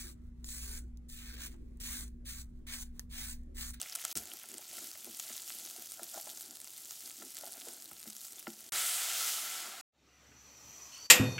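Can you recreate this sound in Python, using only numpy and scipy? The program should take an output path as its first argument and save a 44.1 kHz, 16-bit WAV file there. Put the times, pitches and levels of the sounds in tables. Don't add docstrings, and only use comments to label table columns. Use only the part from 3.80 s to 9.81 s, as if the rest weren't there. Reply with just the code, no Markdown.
import sys
import numpy as np
from scipy import signal
from scipy.fft import rfft, irfft, next_fast_len
from scipy.io import wavfile
from scipy.ndimage import uniform_filter1d, map_coordinates

SR = 44100
rng = np.random.default_rng(int(sys.argv[2]) if len(sys.argv) > 2 else 0)


def dump_mix(stems):
    frames = np.atleast_2d(stems).T
    limited = np.clip(frames, -1, 1)
    pcm = np.round(limited * 32767).astype(np.int16)
    wavfile.write(sys.argv[1], SR, pcm)


N = 265129

# time in seconds, fine fizz in dB, coarse crackle in dB, both before flares and trims.
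FRY_LEVELS = [(0.0, -46.5, -47.5), (0.07, -52, -51), (0.2, -49.5, -50.5), (0.32, -46.5, -48.5),
              (0.36, -54.5, -57.5), (0.7, -52.5, -56), (1.3, -48, -56.5), (1.45, -46.5, -53),
              (2.0, -49, -57.5), (2.8, -52, -64), (3.3, -49.5, -58.5), (3.9, -52, -61), (4.1, -53.5, -63),
              (4.88, -55.5, -60)]


def frying_levels(flare_db):
    fine_db, coarse_db = curves(FRY_LEVELS)
    return fine_db + flare_db, coarse_db + 0.43 * flare_db


# frequency in Hz, relative level in dB.
FIZZ_SPECTRUM = [(1500, -32.5), (3000, -7.5), (4500, -3), (6000, -1.5), (7400, 1.5), (9500, -2),
                 (12500, -1.5), (15800, -5.5)]
# frequency in Hz, relative level in dB.
CRACKLE_SPECTRUM = [(150, -11.5), (400, -10.5), (800, -8), (1100, -9.5), (1800, -3), (3000, 4),
                    (4200, -0.5), (6500, 5.5), (12000, -25)]


def frying(fine_db, coarse_db):
    clumps = amp(1.3 * wobble(50) + 0.68 * wobble(14))
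    apart = amp(-0.6 * (fine_db - np.median(fine_db)))
    snaps = apart * ticks(count=700, spread_db=9.0, life_ms=0.69)
    small = bursts(count=7500, spread_db=6.5, life_ms=0.34, hiss_db=2.5, rare=0.053)
    large = bursts(count=5000, spread_db=3.5, life_ms=0.57, hiss_db=-1, rare=0.052, size=64)
    fine = coloured(clumps * small + 1.15 * snaps, FIZZ_SPECTRUM)
    coarse = coloured(clumps * large + snaps, CRACKLE_SPECTRUM)
    return amp(fine_db + 0.73) * fine + amp(coarse_db - 1.3) * coarse


def ticks(count, spread_db, life_ms):
    when, rank = rng.random((count, 2)).T
    strength = amp(-spread_db * np.log(rank + 0.15))
    starts = np.bincount((when * N).astype(int), strength, N)
    decay = np.exp(-1000 / (SR * life_ms))
    puffs = signal.lfilter([1], [1, -decay], starts)
    return unit(puffs * np.tanh(rng.standard_normal(N)))


# start in seconds, level in dB before trim, pitch in Hz.
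LOUD_SPITS = [(0.0155, -29, 8250), (0.0254, -39, 9760), (0.098, -40, 5870), (0.1521, -32, 10800),
              (0.1545, -30.5, 7600), (0.1588, -31, 9500), (0.2164, -39, 9200), (0.24, -40, 6060),
              (0.251, -26, 7600), (0.3549, -35, 6000), (0.3725, -29.5, 8450), (0.3746, -29, 8000),
              (0.5367, -37.5, 11400), (0.634, -44, 11400), (0.6884, -42, 10400), (0.7166, -41.5, 7600),
              (0.741, -40.5, 10100), (0.782, -37, 8440), (1.398, -32, 7200), (1.4006, -35, 7100),
              (1.498, -41, 7360), (1.5664, -37.5, 7200), (2.12, -37, 8900), (2.2327, -35, 9400),
              (2.5003, -42, 8800), (2.5739, -40, 6900), (2.7092, -42, 7000), (2.8162, -44, 8300),
              (2.845, -41, 8500), (3.1093, -37.5, 6600), (3.5689, -37, 7400), (3.7219, -39.5, 9500),
              (3.8853, -38.5, 7560), (4.114, -45, 14100), (4.1185, -49, 8300), (4.202, -44, 8300),
              (4.285, -48, 11000), (4.301, -40, 8150), (4.5582, -45, 8440)]
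# start in seconds, starting pitch in Hz, level in dB.
WET_PLOPS = [(0.06, 2190, -35), (0.124, 4870, -29), (0.517, 3000, -31.5), (4.584, 3430, -39.5)]


def spits(fine_db):
    track, t = np.zeros(N), np.arange(SR // 50) / SR
    for s, db, hz in list(LOUD_SPITS) + stray_spits(fine_db, count=110):
        snap = np.sin(2 * np.pi * hz * t) * np.exp(-t / 0.00024)
        spray_fade = 0.033 * np.exp(-t / 0.0011) + 0.092 * np.exp(-t / 0.0028)
        pop = snap + spray_fade * rng.standard_normal(len(t))
        pop = pop / np.std(pop[:SR // 1000])
        add(track, s, amp(db + 2.76) * pop)
    for s, hz, db in WET_PLOPS:
        rising = np.sin(2 * np.pi * hz * t * (1 + 12 * t))
        add(track, s, amp(db) * rising * np.exp(-t / 0.0012))
    low_hz = 2800
    return filtered(track, lambda f: 1j * f / (low_hz + 1j * f))


STRAY_OVER_DB, STRAY_SPREAD_DB = 4.5, 1.2
STRAY_HZ, STRAY_OCTAVES = 9200, 0.71


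def stray_spits(fine_db, count):
    s = rng.random(count) * SILENCES[1][0]
    size, pitch = rng.standard_normal((count, 2)).T
    db = fine_db[(s * SR).astype(int)] + STRAY_OVER_DB + STRAY_SPREAD_DB * size
    return list(zip(s, db, STRAY_HZ * 2 ** (STRAY_OCTAVES * pitch)))


# time of full force in seconds, length in seconds, push on the pot in dB,
# scrape in dB (both before catches and trims), flare of the fine fizz in dB.
SPOON_STROKES = [(0.368, 0.054, -56, -58.5, 15.5), (0.498, 0.1, -62.5, -62, 3.5),
                 (0.733, 0.091, -63, -68, -1), (0.997, 0.081, -65, -62, 5), (1.037, .08, -62, -79, 1.5),
                 (1.281, 0.065, -62.5, -69, -3), (1.496, 0.22, -79, -70.5, 0.5),
                 (1.827, 0.27, -70, -68.5, 0.5), (1.993, 0.058, -70, -61.5, 0.5),
                 (2.225, 0.065, -68, -61, -0.5), (2.364, 0.049, -68, -56.5, 3.5),
                 (2.523, 0.31, -71, -68.5, 2), (2.685, 0.069, -62, -67, -1), (3.133, 0.084, -92, -75, 3),
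                 (3.254, 0.036, -63, -69, 0.5), (3.433, 0.063, -57, -72, -1.5),
                 (3.645, 0.14, -68.5, -64, 2), (3.754, 0.034, -73, -58.5, -3.5), (3.88, 0.13, -63, -63, 4),
                 (4.045, .06, -65, -74, -0.5), (4.264, 0.031, -65, -81, 2.5), (4.442, .11, -91, -81, 6.5),
                 (4.584, 0.057, -71, -80, 2), (4.707, 0.06, -71, -74, 2), (4.87, 0.064, -72, -76, 2)]
STROKE_RISE, STROKE_FALL = 0.69, 0.89
GLIDE_PUSH_DB, GLIDE_SCRAPE_DB = -75.5, -77.5


def stirring_levels():
    t = np.arange(N) / SR
    started = t > SILENCES[0][0]
    push = started * amp(GLIDE_PUSH_DB) ** 2
    scrape = started * amp(GLIDE_SCRAPE_DB) ** 2
    flare_db = 0
    for s, length, stroke_push_db, stroke_scrape_db, stroke_flare_db in SPOON_STROKES:
        width = length * np.where(t < s, STROKE_RISE, STROKE_FALL)
        force = np.exp(-((t - s) / width) ** 2)
        push = push + (amp(stroke_push_db) * force) ** 2
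        scrape = scrape + (amp(stroke_scrape_db) * force) ** 2
        flare_db = flare_db + stroke_flare_db * force
    return 10 * np.log10(push + 1e-20), 10 * np.log10(scrape + 1e-20), flare_db


# frequency in Hz, relative level in dB.
PUSH_SPECTRUM = [(60, -23.5), (170, -25), (220, 4), (290, 0), (350, 5), (450, -7.5), (700, -18),
                 (2000, -42)]
# frequency in Hz, relative level in dB.
SCRAPE_SPECTRUM = [(250, -26), (480, -12), (680, 5.5), (850, -2.5), (1100, -14), (1400, -0.5), (2500, -21),
                   (6000, -50)]


def stirring(push_db, scrape_db):
    push = coloured(bursts(count=1500, spread_db=2.0, life_ms=0.083, hiss_db=0.0), PUSH_SPECTRUM)
    scrape = coloured(bursts(count=2000, spread_db=3, life_ms=0.14, hiss_db=4.5), SCRAPE_SPECTRUM)
    before_pour = np.arange(N) < SILENCES[1][0] * SR
    catch_db = 2.1 * wobble(45)
    pushing = amp(push_db + catch_db - 0.7) * push
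    scraping = amp(scrape_db + catch_db - 0.05) * scrape
    return (pushing + scraping) * before_pour


# start in seconds, body level in dB, bright ring in dB, both before trims.
SPOON_TAPS = [(0.2505, -53, -42.5), (0.6385, -59, -49), (0.7895, -55.5, -69), (0.9305, -56.5, -72),
              (0.9825, -59, -47), (1.1525, -59.5, -52.5), (1.2695, -55.5, -62), (1.4995, -55.5, -50),
              (2.1975, -53.5, -57), (2.3435, -51, -53), (2.3735, -42.5, -51), (2.4705, -49, -52),
              (2.8705, -63, -56), (3.4215, -54.5, -48), (3.6345, -46, -52), (3.8685, -52, -70),
              (4.1139, -59, -51.5), (4.2555, -62, -54), (4.6695, -46, -36.5)]
# frequency in Hz, relative level in dB, t60 in seconds.
POT_BODY_MODES = [(566, -4.5, 0.019), (613, 10.5, 0.032), (725, 1, 0.077), (816, -0.5, 0.11),
                  (1030, -1.5, 0.04)]
# frequency in Hz, relative level in dB, t60 in seconds.
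POT_WALL_MODES = [(1330, 14.5, 0.035), (1465, 6, 0.039), (1750, 5.5, 0.038), (2060, 15, 0.015),
                  (2070, -14, 0.034), (2870, 6, 0.026)]
CRACK_DB = -13


def taps():
    track = np.zeros(N)
    for s, body_db, wall_db in SPOON_TAPS:
        body = amp(body_db - 2.5) * ring(POT_BODY_MODES, attack=0.00032)
        wall = amp(wall_db - 8.0) * ring(POT_WALL_MODES, attack=0.00033)
        add(track, s, body + wall)
        add(track, s, amp(wall_db + CRACK_DB) * crack())
    return track


def crack():
    t = np.arange(SR // 20) / SR
    band = signal.butter(2, (420, 2800), "band", fs=SR, output="sos")
    burst = signal.sosfilt(band, rng.standard_normal(len(t)) * np.exp(-t / 0.003))
    return burst / np.std(burst[:SR // 100])


# start in seconds, level in dB before choke and trim,
# hardness in dB per octave.
POT_THUDS = [(0.36, -49, 1), (0.711, -62, 3), (0.732, -62, 8), (1.272, -55, 7), (1.293, -57, 3),
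             (1.503, -58.5, -6), (1.982, -58.5, 4), (2.216, -55, 9), (2.356, -59.5, -2), (3.424, -55, -4),
             (3.455, -60.5, -16), (3.87, -53.5, 19), (4.116, -62, 2), (4.268, -55.5, -19), (4.675, -43, -2)]
# frequency in Hz, relative level in dB, t60 in seconds before the choke.
POT_BASE_MODES = [(219, 1.5, 0.24), (252.6, 3, 0.088), (343.5, 5, 0.15), (467, -3.5, 0.1)]
CHOKE_S = 0.062


def thuds():
    track = np.zeros(N)
    for s, db, hardness_db in POT_THUDS:
        thud = ring(POT_BASE_MODES, attack=0.0019, tilt_db=hardness_db)
        choke = np.exp(-(np.arange(len(thud)) / SR / CHOKE_S) ** 2)
        add(track, s, amp(db - 0.3) * thud * choke)
    return track


# start in seconds, level in dB.
LOW_BUMPS = [(0.355, -57), (4.112, -71), (4.92, -61.5)]
# frequency in Hz, relative level in dB, t60 in seconds.
BUMP_TONES = [(55.6, -15, 0.23), (82, -16, 0.37), (132, -8, 0.14), (168, 8, 0.022)]


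def bumps():
    track = np.zeros(N)
    for s, db in LOW_BUMPS:
        add(track, s, amp(db) * ring(BUMP_TONES, attack=0.0047))
    return track


# time in seconds, fine hiss in dB, coarse boiling in dB, before trims.
POUR_LEVELS = [(4.93, -40, -42.5), (4.97, -36, -42.5), (5.072, -36.5, -45.5), (5.262, -38.5, -43.5),
               (5.496, -35.5, -45), (5.516, -37.5, -48), (5.8, -45, -48.5), (5.974, -53.5, -55),
               (5.98, -54.5, -54)]
# time in seconds, level of the low splashing in dB before trim.
SPLASH_LEVELS = [(4.93, -59.5), (5.092, -72.5), (5.82, -67), (5.87, -61.5), (5.952, -69), (6.0, -65)]
# time in seconds, frequency in Hz.
STEAM_PITCH = [(4.93, 7400), (5.0, 7650), (5.1, 8800), (5.2, 7940), (5.33, 6100), (5.48, 5500), (5.7, 6400),
               (6.0, 6800)]
# frequency in Hz, relative level in dB.
STEAM_SPECTRUM = [(1500, -30.5), (3000, 1), (5000, -3.5), (7600, 2.5), (9500, 1), (12500, 1), (15800, -3.5)]
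# frequency in Hz, relative level in dB.
BOIL_SPECTRUM = [(150, -59), (400, -15.5), (700, -9.5), (1050, -7.5), (1400, -3), (2200, 0), (3200, -2),
                 (5000, 1), (8000, -9.5), (14000, -28)]
# frequency in Hz, relative level in dB.
SPLASH_SPECTRUM = [(60, -26), (150, -28), (220, 2), (280, -1.5), (360, 5.5), (480, -7), (700, 0), (1050, 3),
                   (1400, 0), (3000, -14), (8000, -36)]


def water():
    fine_db, coarse_db = curves(POUR_LEVELS)
    splash_db, = curves(SPLASH_LEVELS)
    steam = coloured(bursts(count=24000, spread_db=4.0, life_ms=0.14, hiss_db=5.5), STEAM_SPECTRUM)
    steam = gliding(steam, STEAM_PITCH, gain_db=4.0, octaves=0.4)
    boil = coloured(bursts(count=14000, spread_db=1.5, life_ms=0.47, hiss_db=4.5), BOIL_SPECTRUM)
    splash = coloured(bursts(count=3000, spread_db=1.0, life_ms=0.075, hiss_db=1.0), SPLASH_SPECTRUM)
    hissing = amp(fine_db + 2.08 + 0.76 * wobble(35)) * steam
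    boiling = amp(coarse_db + 1.5 + 0.65 * wobble(30)) * boil
    splashing = amp(splash_db + 5.5) * splash
    return hissing + boiling + splashing + bubbling(count=1300)


BUBBLE_HZ, BUBBLE_OCTAVES = 1704, 0.8
BUBBLE_DB = -53.5
BUBBLE_CYCLES = 6.5
BUBBLE_RISE = 0.04


def bubbling(count, size=700):
    when, rank = rng.random((count, 2)).T[:, :, None]
    hz = np.clip(BUBBLE_HZ * 2 ** (BUBBLE_OCTAVES * rng.standard_normal((count, 1))), 500, 8000)
    k = np.arange(size)
    age = hz * k / SR / BUBBLE_CYCLES
    tones = np.sin(2 * np.pi * hz * k / SR * (1 + BUBBLE_RISE * age))
    rings = amp(BUBBLE_DB - 11 * rank) * tones * np.exp(-age)
    return scattered(when, rings)


# resonance in Hz, width in Hz, relative level in dB.
AIR_RESONANCES = [(714, 127, 2), (1331, 85, 6), (2043, 32, 1), (3210, 400, -21.5), (3460, 79, -18)]


def pot_air(x):
    t = np.arange(N) / SR
    hand_over = (t > SILENCES[0][0]) & (t < SILENCES[1][0])

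    def response(f):
        return sum(amp(db) * 1j * f * w / (hz * hz - f * f + 1j * f * w) for hz, w, db in AIR_RESONANCES)

    return x + amp(-2.5 * hand_over + 2.35) * filtered(x, response)


# frequency in Hz, t60 in seconds.
KITCHEN_DECAY = [(200, 0.53), (2000, 0.24), (12000, 0.082)]


def kitchen(x):
    hz, t, z = signal.stft(rng.standard_normal(SR // 3), SR, nperseg=256)
    fade = amp(-60 * t / along(KITCHEN_DECAY, hz)[:, None])
    tail = signal.istft(z * fade, SR, nperseg=256)[1]
    delayed = np.pad(tail, (SR // 200, 0))
    return signal.fftconvolve(x, delayed / np.linalg.norm(tail))[:N]


# frequency in Hz, relative level in dB.
ROOM_SPECTRUM = [(20, -12), (40, -21), (60, -5), (80, -1.5), (110, -3), (200, -4), (500, -6), (2000, -7.5),
                 (10000, -34)]


def room_tone():
    return amp(-71.5) * coloured(rng.standard_normal(N), ROOM_SPECTRUM)


def amp(db):
    return 10 ** (np.asarray(db) / 20)


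def unit(x):
    return x / np.sqrt(np.mean(x ** 2) + 1e-20)


def along(points, hz):
    f, v = np.transpose(points)
    return np.interp(np.log(hz + 1), np.log(f + 1), v)


def curves(rows):
    s, *cols = np.transpose(rows)
    return [np.interp(np.arange(N) / SR, s, c) for c in cols]


def wobble(rate):
    return map_coordinates(rng.standard_normal(1024), [np.arange(N) * rate / SR], order=1, mode="wrap")


def add(track, s, sound):
    part = track[max(round(s * SR), 0):][:len(sound)]
    part += sound[:len(part)]


def scattered(when, grains):
    size = grains.shape[1]
    places = (when * N).astype(int) + np.arange(size)
    return np.bincount(places.ravel(), grains.ravel(), N + size)[:N]


def filtered(x, response):
    m = next_fast_len(N + SR // 4)
    return irfft(rfft(x, m) * response(np.fft.rfftfreq(m, 1 / SR)), m)[:N]


def coloured(x, spectrum, size=4096):
    cepstrum = irfft(np.log(amp(along(spectrum, np.fft.rfftfreq(size, 1 / SR)))))
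    cepstrum[1:size // 2] *= 2
    cepstrum[size // 2 + 1:] = 0
    impulse = irfft(np.exp(rfft(cepstrum)))
    return unit(signal.oaconvolve(x, impulse)[:N])


def gliding(x, pitch, gain_db, octaves):
    hz, t, z = signal.stft(x, SR, nperseg=256)
    away = np.log2((hz[:, None] + 1) / np.interp(t, *np.transpose(pitch))) / octaves
    lift = amp(gain_db * np.exp(-away ** 2))
    return unit(signal.istft(z * lift, SR, nperseg=256)[1][:N])


def bursts(count, spread_db, life_ms, hiss_db, rare=0.004, size=40):
    when, pitch, phase, rank = rng.random((count, 4)).T[:, :, None]
    k = np.arange(size)
    strength = amp(-spread_db * np.log(rank + rare))
    tones = np.cos(np.pi * pitch * k + 2 * np.pi * phase)
    grains = strength * tones * np.exp(-k / (SR * life_ms / 1000))
    return unit(scattered(when, grains)) + amp(hiss_db) * rng.standard_normal(N)


def ring(modes, attack, tilt_db=0):
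    t = np.arange(SR // 5) / SR
    tone = 0
    for k, (hz, db, t60) in enumerate(modes):
        level_db = db + tilt_db * np.log2(hz) + 2 * rng.standard_normal() - 60 * t / t60
        blur = np.cumsum(rng.standard_normal(len(t))) * np.sqrt(0.15 * hz / SR)
        phase = 2 * np.pi * hz * t + uniform_filter1d(blur, size=128)
        tone = tone + (-1) ** k * amp(level_db) * np.sin(phase)
    tone = tone * (1 - np.exp(-t / attack))
    return tone / np.std(tone[:SR // 100])


def scene():
    pouring = np.arange(N) > np.mean(SILENCES[1]) * SR
    push_db, scrape_db, flare_db = stirring_levels()
    fine_db, coarse_db = frying_levels(flare_db)
    sizzle = np.where(pouring, water(), frying(fine_db, coarse_db))
    knocks = taps() + thuds() + bumps()
    pot = pot_air(sizzle + spits(fine_db)) + stirring(push_db, scrape_db) + knocks
    mono = pot + amp(-21.0) * kitchen(pot) + room_tone()
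    return np.tile(mono, (2, 1))


# start in seconds, end in seconds.
SILENCES = [(.329, .3542), (4.895, 4.921)]
TOP_HZ = 15950


def record(dry):
    t = np.arange(N) / SR
    running = 1. - sum((t > start) & (t < end) for start, end in SILENCES)
    bass_cut = signal.butter(2, 32, "high", fs=SR, output="sos")
    heard = signal.sosfilt(bass_cut, dry)
    joined = heard * uniform_filter1d(running, size=24)
    return np.array([filtered(channel, lambda hz: hz < TOP_HZ) for channel in joined])


dry = scene()
out = record(dry)
dump_mix(out)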